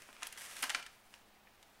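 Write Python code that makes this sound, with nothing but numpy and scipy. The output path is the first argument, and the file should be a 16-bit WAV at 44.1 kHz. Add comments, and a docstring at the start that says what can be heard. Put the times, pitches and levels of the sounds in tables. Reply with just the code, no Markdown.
"""A grainy hiss of paper, close to one microphone in a quiet carpeted room: a baby pulls a sheet
through one hand. Fibres catch and slip, and creases snap as they flip. The sheet comes free with
one loud pop, then ticks faintly as the baby waves it about.
The room gives a short echo; behind it all lie a soft steady hiss and a faint hum."""
import sys
import numpy as np
from scipy import signal
from scipy.fft import rfft, irfft
from scipy.io import wavfile
from scipy.ndimage import uniform_filter1d

SR = 44100
rng = np.random.default_rng(int(sys.argv[2]) if len(sys.argv) > 2 else 0)


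def generate_wav(sig):
    """Save sig (samples, or channels by samples) to the path in sys.argv[1] as 16-bit PCM at SR."""
    pcm = np.round(np.clip(np.atleast_2d(sig).T, -1, 1) * 32767).astype(np.int16)
    wavfile.write(sys.argv[1], SR, pcm)


N = 79380
TILT_FROM_HZ = 2000  # the paper's treble tilts act above about here


def undb(db):
    """Decibels to gain."""
    return 10 ** (np.asarray(db) / 20)


def unit(x):
    """Scale to rms 1."""
    return x / np.sqrt(np.mean(x ** 2) + 1e-30)


def freqs():
    """Frequency axis of the filters, in Hz."""
    return np.maximum(np.arange(N + 1) * SR / (2 * N), 1)


def colour(points):
    """Gain curve in dB: (Hz, dB) points joined on a log frequency axis."""
    hz, db = np.array(points).T
    return np.interp(np.log(freqs()), np.log(hz), db)


def causal_filter(x, db):
    """Apply a gain curve with minimum phase, so nothing rings ahead of its cause."""
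    cepstrum = irfft(db * np.log(10) / 20)
    cepstrum[1:N] *= 2
    cepstrum[N + 1:] = 0
    return irfft(rfft(x, 2 * N) * np.exp(rfft(cepstrum)))[:N]


def wander(rate_hz):
    """Smooth random drift with rms 1."""
    hold = max(int(SR / rate_hz), 1)
    steps = rng.standard_normal(N)[np.arange(N) // hold]
    return unit(uniform_filter1d(steps, hold))


# Tone of paper rubbing on skin, close up. Each row: frequency in Hz, gain in dB.
SLIDE_TONE = [(60, -25), (250, -13.5), (1000, -6.5), (1750, -1), (2900, -4), (4000, -10), (5700, -8.5),
              (7200, -10.5), (9300, -8), (12500, -16), (16000, -26)]
# The course of the pull. Each row: time in seconds, level in dB, treble tilt in dB per octave.
SLIDE_PATH = [(0, -59.5, -0.5), (.1, -63, 0), (.2, -58.5, -2), (0.265, -49, -2.5), (.285, -59.5, 0.5),
              (.37, -56.5, -1.5), (.385, -53, 2), (.48, -53.5, 1), (.61, -52, 1.25), (.655, -44.5, -0.5),
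              (.688, -56.5, 1.5), (.72, -48.5, 0), (.785, -48.5, -3), (.84, -63, -1.5), (.93, -71, 2.5),
              (1.03, -76.5, 2), (1.15, -65, 0), (1.25, -74.5, -0.5), (1.8, -70.5, -0.5)]


def sliding_sheet(slips_per_s=2200, slip_spread_db=2.5, slip_max_db=15, friction_db=1.5):
    """Close by, fibres catch and slip in the hand: a dense crackle over smooth friction."""
    t = np.arange(N) / SR
    times, levels_db, tilts = np.array(SLIDE_PATH).T
    sizes = undb(np.minimum(slip_spread_db * rng.exponential(size=N), slip_max_db))
    slips = (rng.random(N) < slips_per_s / SR) * sizes * rng.choice([-1, 1], N)
    friction = undb(friction_db) * rng.standard_normal(N)
    rub = unit(causal_filter(unit(slips) + friction, colour(SLIDE_TONE)))
    spectrum = rfft(rub, 2 * N)
    octaves = np.clip(np.log2(freqs() / TILT_FROM_HZ), 0, 3)
    hiss = np.zeros(N)
    for octave in range(4):
        band = irfft(spectrum * np.maximum(1 - abs(octaves - octave), 0))[:N]
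        hiss += band * undb(octave * np.interp(t, times, tilts))
    grip_db = 1.55 * wander(rate_hz=89.6)  # the grip tightens and loosens
    return hiss * undb(np.interp(t, times, levels_db) + grip_db)


# Tone of the steady hiss at the microphone. Each row: frequency in Hz, spectral level in dB.
HISS_TONE = [(20, -6), (37, -16), (180, -20), (550, -19.5), (750, -15.5), (1150, -20.5), (4000, -28.5),
             (9000, -39.5), (16000, -32.5)]


def background(hiss_db=-65.5, hum_hz=210.5, hum_db=-80.5, waver_db=2):
    """Behind the paper, a steady hiss and a faint, wavering hum."""
    noise = rfft(rng.standard_normal(2 * N))
    hiss = unit(irfft(noise * undb(colour(HISS_TONE)))[:N])
    waver = undb(waver_db * wander(rate_hz=6.52))
    hum = unit(np.sin(2 * np.pi * hum_hz * np.arange(N) / SR) * waver)
    return undb(hiss_db) * hiss + undb(hum_db) * hum


# The carpeted room's decay. 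Each row: band centre in Hz, seconds to fall 60 dB, relative level in dB.
ROOM_BANDS = [(242, 0.43, 1), (704, 0.34, 3.5), (1980, 0.55, -4.5), (4870, 0.41, 0), (11600, 0.19, -15)]


def room_echo(direct, level_db=-8.5, gap_s=0.0055):
    """Diffuse reflections reach the microphone just after the direct sound; the top dies first."""
    t = np.arange(N) / SR
    log_centres = np.log([row[0] for row in ROOM_BANDS])
    noise = rfft(rng.standard_normal(2 * N))
    tail = np.zeros(N)
    for weights, (_, t60, db) in zip(np.eye(len(ROOM_BANDS)), ROOM_BANDS):
        band = irfft(noise * np.interp(np.log(freqs()), log_centres, weights))[:N]
        fade = np.exp(-np.log(1000) * t / t60) * (t > gap_s)
        tail += undb(db) * band * fade / np.sqrt(np.sum(fade ** 2))
    return undb(level_db) * signal.fftconvolve(direct, tail)[:N]


# Tone shared by all the snaps, close up. Each row: frequency in Hz, gain in dB.
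SNAP_TONE = [(60, -34), (160, -26), (270, -3.5), (450, -14.5), (750, -3.5), (1200, -1.5), (2500, -0.5),
             (3900, -4.5), (10000, -5.5), (16000, -18)]
# Resonances of the bent sheet. Each row: centre in Hz, width in Hz, lift in dB.
SHEET_RESONANCES = [(990, 77, 5.5), (1300, 140, 2), (1690, 180, 1.5), (2520, 310, 1), (3080, 820, 3)]
# Creases snapping near the microphone. Each row: time of the flip in seconds, level in dB over 10 ms,
# treble tilt in dB per octave, low edge in Hz, top edge in Hz, flutter decay in seconds,
# the clean click's share of the energy from 0 to 1, panel pitch in Hz.
CREASE_SNAPS = [(0.0198, -55.5, 2.5, 200, 11000, 0.0052, 0, 1680),
                (0.0887, -54, -17.5, 300, 7000, .007, 0, 1510),
                (0.129, -58, 0, 498, 11000, 0.0034, 0.2, 1650),
                (0.1662, -58.5, -4, 400, 10000, 0.004, 0.2, 2200),
                (0.2232, -47, -4, 495, 10900, 0.0049, 0.24, 1340),
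                (.2288, -47.5, -5, 495, 5000, 0.0015, 0.36, 1130),
                (0.2318, -40, 3, 400, 8900, 0.0034, 0.46, 1980),
                (.2700, -44, 8, 1180, 12000, 0.004, 0.13, 3070),
                (0.3262, -49, 5.5, 400, 11500, .006, 0.15, 2400),
                (.3760, -48, 2, 300, 12000, 0.013, 0.22, 1900),
                (0.567, -47.5, 1, 1000, 12000, 0.0045, 0.17, 2030),
                (0.6248, -39.5, 11, 150, 12000, 0.0092, 0.1, 10600),
                (.6272, -41.5, 2, 151, 14000, 0.0029, 0.07, 2400),
                (.6290, -33.5, -4, 300, 10900, 0.0096, 0.02, 1960),
                (0.6393, -37, 0.5, 300, 13500, 0.0048, 0.3, 1030),
                (0.6956, -37.5, 1, 904, 9600, 0.0052, 0.06, 1920),
                (.7020, -37.5, 1.5, 700, 9500, 0.0026, 0.25, 6700),
                (0.7047, -38.5, -5.5, 850, 8000, 0.005, 0, 2100),
                (0.7479, -34.5, 0, 800, 6800, 0.0072, 0.16, 1550),
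                (.8270, -51.5, 0, 1900, 8500, 0.0046, 0.02, 3100),
                (.8640, -49, 0.5, 900, 9650, 0.0055, 0, 1400),
                (1.1403, -53.5, 1, 400, 7500, 0.0034, 0.45, 2700),
                (1.4720, -60.5, -10, 2200, 1900, 0.009, 0.3, 1950),
                (1.6285, -59.5, 2, 400, 9900, 0.0069, 0.18, 3730)]


def snapping_creases(swell_s=0.00086, panel_lift_db=5, panel_q=3.1, level_window_s=0.01):
    """Each snap swells for about a millisecond, clicks and flutters, ringing its panel and the sheet."""
    lead = int(0.008 * SR)  # time for the snap's short swell
    t = (np.arange(N) - lead) / SR
    f, out = freqs(), np.zeros(N)
    resonances_db = sum(db / (1 + (2 * (f - hz) / width) ** 2) for hz, width, db in SHEET_RESONANCES)
    sheet_db = colour(SNAP_TONE) + resonances_db
    octaves = np.log2(1 + (f / TILT_FROM_HZ) ** 2) / 2
    for flip_s, db, tilt, low_hz, top_hz, decay_s, click_share, panel_hz in CREASE_SNAPS:
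        push = rng.standard_normal(N) * np.exp(np.minimum(t / swell_s, -t / decay_s))
        push *= np.sqrt((1 - click_share) / np.sum(push ** 2))
        push[lead] += np.sqrt(click_share)
        edges_db = -10 * np.log10((1 + (f / top_hz) ** 6) * (1 + (low_hz / f) ** 5))
        panel_db = panel_lift_db / (1 + (2 * panel_q * (f / panel_hz - 1)) ** 2)
        snap = causal_filter(push, sheet_db + panel_db + tilt * octaves + edges_db)
        gain = undb(db) * np.sqrt(level_window_s * SR / np.sum(snap ** 2))
        start = max(int(flip_s * SR) - lead, 0)
        out[start:] += gain * snap[:N - start]
    return out


# The pop's ring: the sheet's quick high tones and a faint, longer low room tone.
# Each row: frequency in Hz, relative level in dB, seconds to fall 60 dB.
POP_RING = [(271, -36, 0.11), (1355, -3, 0.023), (1642, -4.5, 0.018), (2358, -3.5, 0.022),
            (4450, -5, 0.009), (5210, -3.5, 0.0081), (6090, -12, 0.024), (8270, -8.5, 0.009)]


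def pop(start_s=0.7474, level_db=-20.5, rise_s=0.00067):
    """The sheet bulges over as it comes free: a hollow, quickly damped ring, loud at this distance."""
    t = np.maximum(np.arange(N) / SR - start_s, 0)
    ring = sum(undb(db) * np.sin(2 * np.pi * hz * t) * np.exp(-np.log(1000) * t / t60)
               for hz, db, t60 in POP_RING)
    attack = 1 - np.exp(-(t / rise_s) ** 2)
    return undb(level_db) * ring * attack


def scene():
    """At one microphone: the paper close by, the room's echo around it, hiss and hum behind."""
    paper = snapping_creases() + pop() + sliding_sheet()
    return (paper + room_echo(paper) + background())[None]


def record(dry):
    """The recorder cuts the top steeply above 15.75 kHz."""
    lowpass = signal.ellip(10, 0.2, 70, 15750, fs=SR, output="sos")
    return signal.sosfilt(lowpass, dry)


dry = scene()
out = record(dry)
generate_wav(out)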